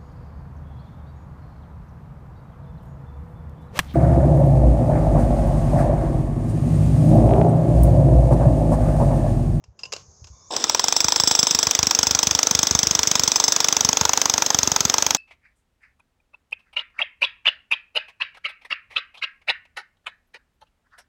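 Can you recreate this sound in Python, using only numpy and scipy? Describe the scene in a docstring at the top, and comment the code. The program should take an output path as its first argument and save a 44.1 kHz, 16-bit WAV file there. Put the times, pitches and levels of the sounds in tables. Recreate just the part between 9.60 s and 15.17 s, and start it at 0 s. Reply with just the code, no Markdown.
"""Over a low outdoor rumble and a faint high hiss, a steel chisel scrapes and clinks as it is set on stone. It
slides in its holder with rubbing noise on a few tones, while a thin whine rises as the motor runs up: a gliding
sine. The electric demolition hammer's motor then growls and runs up: shaped noise, repeated with each crank
turn. Soon the striker hits about 25 times a second. Each blow is a noise crack, a ringing chisel and a wall
thud. Between blows the gears and fan rattle, the striker clacks back and the chisel jingles in its holder."""
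import sys
import numpy as np
from scipy import signal
from scipy.io import wavfile
from scipy.ndimage import uniform_filter1d, minimum_filter1d

SR = 44100
rng = np.random.default_rng(int(sys.argv[2]) if len(sys.argv) > 2 else 0)


def wav_out(sig):
    """Save sig, one row per channel (or a flat mono array), as 16-bit PCM at SR to the path in sys.argv[1]."""
    wavfile.write(sys.argv[1], SR, np.round(np.clip(np.atleast_2d(sig).T, -1, 1) * 32767).astype(np.int16))


N = 245637
TIME = np.arange(N) / SR  # seconds since the start of the scene
AGE = np.arange(4096) / SR  # seconds since the start of one short sound

# Tone colour of the outdoor rumble. Each row: frequency in Hz, level in dB per Hz.
RUMBLE_COLOUR = [(20, -25), (70, 5), (160, 1), (280, -15), (450, -8.5), (1100, -16.5), (2000, -29),
                 (9000, -54)]
# Loudness of the rumble. Each row: time in seconds, level in dB.
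RUMBLE_LEVEL = [(.1, -64), (.3, -55.5), (.7, -62)]
# Tone colour of the faint high hiss. Each row: frequency in Hz, level in dB per Hz.
HISS_COLOUR = [(1100, -4), (2800, -32), (5200, 2), (6600, 10), (7300, -4), (8400, -31), (16000, -40)]
# Loudness of the hiss. Each row: time in seconds, level in dB.
HISS_LEVEL = [(.15, -83), (.2, -65), (.38, -57.5), (.8, -56.5), (.92, -56)]

# The loose chisel being placed. Each row: start in seconds, level in dB before a common 1 dB cut,
# share of steel ring in the energy (0-1), fading time of the scrape in seconds.
CLINKS = [(.040, -46, .05, .003), (.191, -41, .8, .02), (.234, -27, .96, .012), (.254, -35, .8, .008),
          (.322, -28, .02, .002), (.326, -21, .04, .0022), (.335, -20.5, .06, .0025),
          (.364, -30, .04, .0025), (.643, -42, .1, .005), (.671, -47, .05, .01)]
# Tone colour of the scrapes. Each row: frequency in Hz, level in dB per Hz.
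SCRAPE_COLOUR = [(100, -47), (400, -3.5), (1200, -4.5), (1900, -14.5), (2500, -8), (3700, -11),
                 (5200, -2), (6700, -5), (7600, -10.5), (8500, -29), (16000, -43)]
# Ringing tones of the chisel hanging loose.
# Each row: average frequency in Hz, relative level in dB, time to fade by 60 dB in seconds.
LOOSE_CHISEL = [(1058, -20.5, 0.29), (2705, 3.5, 0.037), (2840, -14, 0.13), (4990, -1, 0.069),
                (5030, 7, 0.036), (7800, -35, 0.12), (10300, -33, 0.053)]
# Soft bumps of handling. Each row: start in seconds, level in dB, fading time in seconds.
BUMPS = [(0.08, -45, 0.019), (0.482, -46, .012), (0.616, -43, 0.035), (0.698, -50.5, 0.18)]
# Tone colour of the bumps. Each row: frequency in Hz, level in dB per Hz.
BUMP_COLOUR = [(25, -23), (55, 1), (80, 7), (120, -4.5), (200, -23), (600, -46), (3000, -76)]

# Faint tones of the chisel sliding in its holder. Each row: frequency in Hz, relative level in dB.
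SLIDE_TONES = [(1070, -6.5), (2270, -22), (3600, -16)]
# Loudness of the sliding. Each row: time in seconds, level in dB.
SLIDE_LEVEL = [(.66, -93), (.74, -57.5), (.9, -58), (.93, -82)]
# The thin rising whine of the motor running up. Each row: time in seconds, average frequency in Hz, level in
# dB.
SQUEAK = [(.78, 4850, -120), (.81, 5040, -58), (.86, 5800, -53), (.89, 7000, -51), (.93, 7550, -70)]

# Loudness of the motor and gears. Each row: time in seconds, level in dB.
MOTOR_LEVEL = [(.899, -100), (.906, -39.5), (.94, -35), (1.02, -33), (1.08, -36), (1.9, -34.5), (3.8, -33),
               (5.5, -33.5)]
# Growl of the motor as it first takes the load. Each row: time in seconds, level in dB.
GROWL_LEVEL = [(.9, -90), (.907, -36.5), (.945, -36), (.97, -43), (1.03, -66)]
# Speed of the crank: it runs up, settles, and sags once under load.
# Each row: time in seconds, blows per second.
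CRANK_SPEED = [(0.96, 3.789), (1.01, 16.368), (1.3, 24.44), (1.51, 25.871), (1.67, 26.732), (1.72, 25.636),
               (2.08, 24.645), (2.13, 25.126), (2.53, 24.925), (3.27, 25.053), (3.41, 24.488),
               (4.34, 24.489), (4.39, 24.634), (4.88, 24.156), (5.24, 22.039), (5.29, 21.656),
               (5.34, 24.199), (5.57, 24.128)]
# Tone colour of the gears and fan together. Each row: frequency in Hz, level in dB per Hz.
GEAR_COLOUR = [(40, -47), (150, -8), (300, 5.5), (500, 4.5), (740, -2), (1350, 0), (2000, -6), (2950, -4),
               (3550, -5), (4450, -3), (5400, 5), (7700, -7.5), (9000, -25), (13800, -32), (15600, -14),
               (16200, -26)]
# Tone colour of the fan before it takes on the gear colour. Each row: frequency in Hz, level in dB per Hz.
FAN_COLOUR = [(500, -2), (2600, 0)]
# The gear housing, shaken by the motor and the returning striker.
# Each row: frequency in Hz, level in dB per Hz.
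HOUSING = [(200, -24), (500, 0), (1100, -1), (2200, -15), (6000, -13), (10000, -29), (16000, -40)]
# Hiss of the motor's brushes. Each row: time in seconds, level in dB relative to the gears.
BRUSH_LEVEL = [(.9, -42), (1.3, -29), (2.2, -26), (4, -23.5), (4.6, -18.5)]

# How deep the tip is wedged. Each row: time in seconds, depth (0-1).
DEPTH = [(2, 0.35), (2.2, 0.61), (3.5, 0.69), (3.75, 0.59), (4.05, 0.66), (4.25, .79)]
# Tones of the chisel jiggling in its holder. Each row: frequency in Hz, relative level in dB.
JIGGLE_TONES = [(3650, -1), (5300, -1), (7650, -3)]

# Tone colour of steel cracking on steel. Each row: frequency in Hz, level in dB per Hz.
CRACK_COLOUR = [(1200, -41), (2400, -13.5), (2900, -14.5), (3400, -7), (4400, -12), (5150, -1.5),
                (5900, -7.5), (6700, -5.5), (7300, -11.5), (9000, -24), (13800, -32), (15400, -16),
                (16200, -25)]
# Strength of the crack, rising overall as the tip finds solid stone.
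# Each row: time in seconds, average level in dB.
CRACK_LEVEL = [(.96, -20), (1.1, -10.5), (1.22, -16.5), (1.4, -13), (1.55, -16.5), (1.95, -10), (3.0, -10),
               (3.9, -10), (4.6, -11.5), (5.55, -11.5)]
# Quickly fading tones of the tool body and stone, alike at every blow.
# Each row: frequency in Hz, relative level in dB, rise time in seconds.
KNOCK_TONES = [(516, -5, 0.0013), (930, 2.5, 0.0012), (1266, 0, 0.00092), (2064, -8, 0.0015),
               (2530, -2.5, 0.00077), (3315, 3.5, 0.00073), (4080, 10.5, 0.00029)]
# Loudness of that knock. Each row: time in seconds, average level in dB.
KNOCK_LEVEL = [(.96, -29), (1.04, -22), (1.4, -24.5), (1.7, -22), (1.8, -23.5), (2.5, -23), (3.1, -24.5),
               (4.1, -23.5), (4.45, -20.5), (5.05, -23), (5.5, -21)]
# Tone colour of stone crumbling under the tip. Each row: frequency in Hz, level in dB per Hz.
CRUSH_COLOUR = [(120, -13.5), (450, -3), (950, 8), (2800, -10.5), (5000, -42)]
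# Tone colour of the wall's thud. Each row: frequency in Hz, level in dB per Hz.
THUD_COLOUR = [(20, -22), (48, -17), (75, 0.5), (140, 0), (220, -1.5), (320, -8.5), (1500, -47.5)]
# Spells in which the tip bites and the blows carry into the wall.
# Each row: start in seconds, end in seconds, average thud level in dB.
BITES = [(1.425, 1.465, -32), (1.58, 1.73, -33.5), (1.77, 1.85, -30.5), (1.89, 1.97, -31.5),
         (2.05, 2.09, -30.5), (2.17, 2.29, -30), (2.37, 2.57, -31.5), (2.61, 2.77, -32), (2.85, 3.05, -30),
         (3.09, 3.17, -23), (3.21, 3.41, -29), (3.45, 3.7, -32), (4.23, 4.31, -27.5), (4.39, 4.43, -26),
         (4.925, 5.14, -29.5), (5.185, 5.275, -31.5)]
# Ringing tones of the chisel under load. Each row: average frequency in Hz, relative level in dB with
# the tip on the surface, the same with the tip wedged deep, time to fade by 60 dB in seconds.
LOADED_CHISEL = [(3450, -14, -13, .04), (5030, 0, -14, .04), (5230, -2, -9, .04), (5520, -8, -4, .035),
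                 (6280, -12, 0, .05), (7470, -3, -22, .06), (7800, -7, -22, .055), (10350, -21, -36, .04),
                 (13450, -31, -40, .04), (15620, -20, -25, .06)]
# How freely the chisel rings on after a blow. Each row: time in seconds, average level in dB.
AFTER_RING_LEVEL = [(1.0, -39), (1.4, -27), (1.85, -25), (2.03, -27), (2.11, -36), (2.5, -28), (2.85, -34),
                    (3.35, -30), (3.8, -26.5), (4.5, -37.5), (5.5, -34)]
# Reflections off the ground and the wall. Each row: delay in seconds, gain.
ECHOES = [(.0029, 0.021), (.0075, 0.026)]

FIRST_BLOW_S = .9648  # the crank starts turning here
# size of the rattle's grains: dB per unit of chance
FLUTTER_DB = 4
# outside the bites the thud is light, and grows with the depth of the tip (dB, dB more at full depth)
LIGHT_THUD_DB, THUD_DEPTH_DB = -51.5, 17
# the steel's average ping rises as the tip is wedged (Hz when free, Hz more at full depth)
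PING_HZ, PING_DEPTH_HZ = 5520, 700
# chance differences from blow to blow; the free-flying striker also lands early or late
STRAY_S, PING_SPREAD_HZ = .0003, 140
CRACK_SPREAD_DB, KNOCK_SPREAD_DB, THUD_SPREAD_DB, RING_SPREAD_DB = 1, 1.8, 1.8, 3.2
EDGE_HZ = 16300  # upper limit of the finished sound


def amp(db):
    """Turns decibels into gain."""
    return 10 ** (np.asarray(db) / 20)


def unit(x, span=None):
    """Scales to an average (rms) size of 1, over the whole sound or as if it all fell within span seconds."""
    samples = len(x) if span is None else span * SR
    return x / np.sqrt(np.sum(x ** 2) / samples + 1e-20)


def curve(rows, t=TIME, axis=1):
    """Joins the rows of a table by straight lines."""
    rows = np.array(rows)
    return np.interp(t, rows[:, 0], rows[:, axis])


def add(mix, s, sound):
    """Mixes a sound in at s seconds."""
    part = mix[max(round(s * SR), 0):][:len(sound)]
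    part += sound[:len(part)]


def body(points):
    """Builds the answer of an object to one tap, with this tone colour and no sound before the tap."""
    hz, db = np.transpose(points)
    bins_hz = abs(np.fft.fftfreq(len(AGE), 1 / SR))
    log_gain = np.log(amp(np.interp(np.log(bins_hz + 1), np.log(hz), db)))
    # minimum phase: the energy comes as early as the colour allows
    return np.fft.ifft(np.exp(np.conj(signal.hilbert(log_gain)))).real


def through(x, response):
    """Passes x through a resonating body."""
    return signal.fftconvolve(x, response)[:len(x)]


def burst(decay, tail=0, tail_decay=1):
    """A spray of tiny impacts: noise that dies quickly, with an optional slower tail."""
    fade = np.exp(-AGE / decay) + tail * np.exp(-AGE / tail_decay)
    return rng.standard_normal(len(AGE)) * fade


def ring(hz, db, t60, spread_hz):
    """Struck steel: dying tones, slightly detuned from one strike to the next."""
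    hz = hz + spread_hz * rng.standard_normal(len(hz))
    turns = hz[:, None] * AGE + rng.random((len(hz), 1))
    tones = amp(db[:, None] - 60 * AGE / t60[:, None]) * np.sin(2 * np.pi * turns)
    return tones.sum(0) * (1 - np.exp(-AGE / 0.0006))


def ping(hz, rise):
    """A short swell of ringing as the stress wave runs to and fro."""
    return AGE / rise * np.exp(-AGE / rise) * np.sin(2 * np.pi * hz * AGE)


def sing(hz, rise):
    """Rubbing noise that keeps one resonance sounding."""
    return unit(through(rng.standard_normal(N), ping(hz, rise)))


def background():
    """Low outdoor rumble and a faint high hiss: two steady noises with changing levels."""
    rumble = unit(through(rng.standard_normal(N), body(RUMBLE_COLOUR)))
    hiss = unit(through(rng.standard_normal(N), body(HISS_COLOUR)))
    return amp(curve(RUMBLE_LEVEL)) * rumble + amp(curve(HISS_LEVEL)) * hiss


def placing():
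    """The chisel rattles in its holder and scrapes on the stone while the tool is shifted."""
    out = np.zeros(N)
    grit = body(SCRAPE_COLOUR)
    for s, db, share, length in CLINKS:
        scrape = unit(through(burst(length, tail=0.06, tail_decay=0.053), grit), span=length)
        clink = unit(ring(*np.transpose(LOOSE_CHISEL), spread_hz=22.5), span=0.0076)
        # square roots, because the share is one of energy
        contact = np.sqrt(1 - share) * scrape + np.sqrt(share) * clink
        add(out, s, amp(db - 1.0) * contact)
    low = body(BUMP_COLOUR)
    for s, db, length in BUMPS:
        bump = through(burst(length) * np.exp(-(AGE / AGE[-1] * 2) ** 2), low)
        add(out, s, amp(db) * unit(bump, span=length))
    return out


def squeak():
    """The chisel slides in its holder as the tool is leaned on, while a thin whine rises as the motor runs up."""
    tones = sum(amp(db) * sing(hz, rise=.0015) for hz, db in SLIDE_TONES)
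    waver = 1 + .012 * unit(uniform_filter1d(rng.standard_normal(N), size=90))
    turns = np.cumsum(curve(SQUEAK) * waver) / SR
    glide = np.sin(2 * np.pi * turns) * (TIME < SQUEAK[-1][0])
    return amp(curve(SLIDE_LEVEL)) * tones + amp(curve(SQUEAK, axis=2)) * glide


def chatter():
    """Loose parts and chips tinkle at random, each at its own pitch."""
    out = np.zeros(N)
    pings = np.array([ping(hz, rise=.0007)[:300] for hz in np.geomspace(1500, 8000, num=40)])
    for when, pitch, chance in rng.random(size=(7000, 3)):
        # most grains are small and a few large, up to a cap
        size = min(-np.log(1 - chance), 2.5)
        add(out, when * N / SR, amp(FLUTTER_DB * size) * pings[int(pitch * len(pings))])
    return unit(out)


def blow_times():
    """The crank drives one blow for every full turn."""
    turns = np.cumsum(curve(CRANK_SPEED) * (TIME >= FIRST_BLOW_S)) / SR
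    return TIME[np.searchsorted(turns, np.arange(turns[-1]), side="right")]


def machine():
    """Gears and fan rattle in step with the crank; the striker clacks back about half-way between blows."""
    times = blow_times()
    # one more beat at each end, so that the first and last turns have a length
    beats = np.r_[2 * times[0] - times[1], times, 2 * times[-1] - times[-2]]
    crank = np.interp(TIME, beats, np.arange(len(beats))) % 1
    load_db = -1.2 * np.sin(2 * np.pi * crank)  # louder while the piston compresses the air
    # the same uneven gear teeth come round on every turn of the crank, which gives the buzz
    teeth = signal.resample(rng.standard_normal(size=170), len(AGE))
    buzz = unit(np.interp(crank, np.linspace(0, 1, len(teeth)), teeth))
    fan = unit(through(rng.standard_normal(N), body(FAN_COLOUR)))
    rattle = unit(through(fan + .65 * chatter() + .42 * buzz, body(GEAR_COLOUR)))
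    # the brushes sing in a narrow band high above the gears
    brushes = amp(curve(BRUSH_LEVEL)) * sing(12400, rise=.0005)
    out = amp(curve(MOTOR_LEVEL) + load_db) * (rattle + brushes)
    housing = body(HOUSING)
    for s, gap, size in zip(times, np.diff(beats)[1:], rng.standard_normal(len(times))):
        clack = unit(through(burst(decay=.002), housing), span=.003)
        add(out, s + gap / 2 + 0.000966, amp(-33.5 + 2 * size) * clack)
    growl = unit(through(buzz, housing))
    return out + amp(curve(GROWL_LEVEL)) * growl


def jiggle():
    """The chisel keeps jingling in its holder, less so the deeper its tip is wedged."""
    swell = amp(4 * unit(uniform_filter1d(rng.standard_normal(N), size=200)))
    knocks = swell * rng.standard_normal(N)
    chisel = sum(amp(db) * ping(hz, rise=.0005) for hz, db in JIGGLE_TONES)
    jingle = unit(through(knocks, chisel))
    looseness = 1 - curve(DEPTH)
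    return amp(curve(MOTOR_LEVEL) + 6.0) * looseness * jingle


def thud_level(s):
    """The wall thuds heavily while the tip bites, lightly otherwise (average level in dB)."""
    for start, end, db in BITES:
        if start <= s < end:
            return db
    return LIGHT_THUD_DB + THUD_DEPTH_DB * curve(DEPTH, s)


def strokes():
    """Each blow as (s, crack dB, ping Hz, knock dB, thud dB, after-ring dB): the tool's state, plus chance."""
    rows = []
    for s in blow_times():
        ping_hz = PING_HZ + PING_DEPTH_HZ * curve(DEPTH, s)
        rows.append((s, curve(CRACK_LEVEL, s), ping_hz, curve(KNOCK_LEVEL, s),
                     thud_level(s), curve(AFTER_RING_LEVEL, s)))
    rows = np.array(rows)
    spread = [STRAY_S, CRACK_SPREAD_DB, PING_SPREAD_HZ, KNOCK_SPREAD_DB, THUD_SPREAD_DB, RING_SPREAD_DB]
    return rows + spread * rng.standard_normal(rows.shape)


def blows():
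    """The striker hits the chisel: part of the steel and tool sound repeats, the crushing stone never does."""
    out = np.zeros(N)
    steel, stone, wall = body(CRACK_COLOUR), body(CRUSH_COLOUR), body(THUD_COLOUR)
    mode_hz, shallow_db, deep_db, t60 = np.transpose(LOADED_CHISEL)
    knock = unit(sum(amp(db) * ping(hz, rise) for hz, db, rise in KNOCK_TONES), span=0.015)
    contact = unit(steel)
    for s, crack_db, hz, knock_db, thud_db, ring_db in strokes():
        # the deeper the tip is wedged, the more the high pings take over
        depth = curve(DEPTH, s)
        spray = through(burst(decay=.0027), steel)
        pings = ping(hz, rise=.0006)
        pings += .2 * (1 - depth) * ping(5120, rise=.0011)
        pings += .9 * depth ** 2 * ping(6600, rise=.0008)
        crack = .62 * unit(spray) + .27 * contact + unit(pings)
        add(out, s - .0001, amp(crack_db) * unit(crack, span=0.013))
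        crush = unit(through(burst(decay=0.0045), stone), span=0.0062)
        add(out, s - .0003, amp(knock_db) * (0.8 * knock + crush))
        thud = unit(through(burst(decay=0.0024), wall), span=0.018)
        add(out, s + 0.00026, amp(thud_db) * thud)
        after = ring(mode_hz, shallow_db + depth * (deep_db - shallow_db), t60, spread_hz=43)
        add(out, s + .002, amp(ring_db) * unit(after, span=.032))
    return out


def site(x):
    """A few near reflections and a thin tail from the buildings around."""
    t = TIME[:SR // 2]
    tail = rng.standard_normal(len(t)) * np.exp(-t / 0.029) * (t > .008)
    # span of one sample: the level is that of the tail's whole energy against the direct sound
    response = amp(-23.5) * unit(tail, span=1 / SR)
    response = signal.lfilter(*signal.butter(2, 8000, fs=SR), response)
    response[0] = 1  # the direct sound
    for delay, gain in ECHOES:
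        add(response, delay, np.array([gain]))
    return through(x, response)


def scene():
    """The tool's sounds reflect off the site; the background is added without reflections."""
    tool = placing() + squeak() + machine() + jiggle() + blows()
    return (background() + site(tool))[None]


def record(dry):
    """A fast limiter turns loud peaks down towards a ceiling; then a filter removes the highest treble."""
    ceiling = .8
    gain = minimum_filter1d(ceiling / np.maximum(abs(dry), ceiling), size=45)
    limited = dry * uniform_filter1d(gain, size=45)
    low_pass = signal.firwin(201, EDGE_HZ, window=("kaiser", 8), fs=SR)
    return signal.oaconvolve(limited, low_pass[None], "same")


dry = scene()
out = record(dry)
wav_out(out)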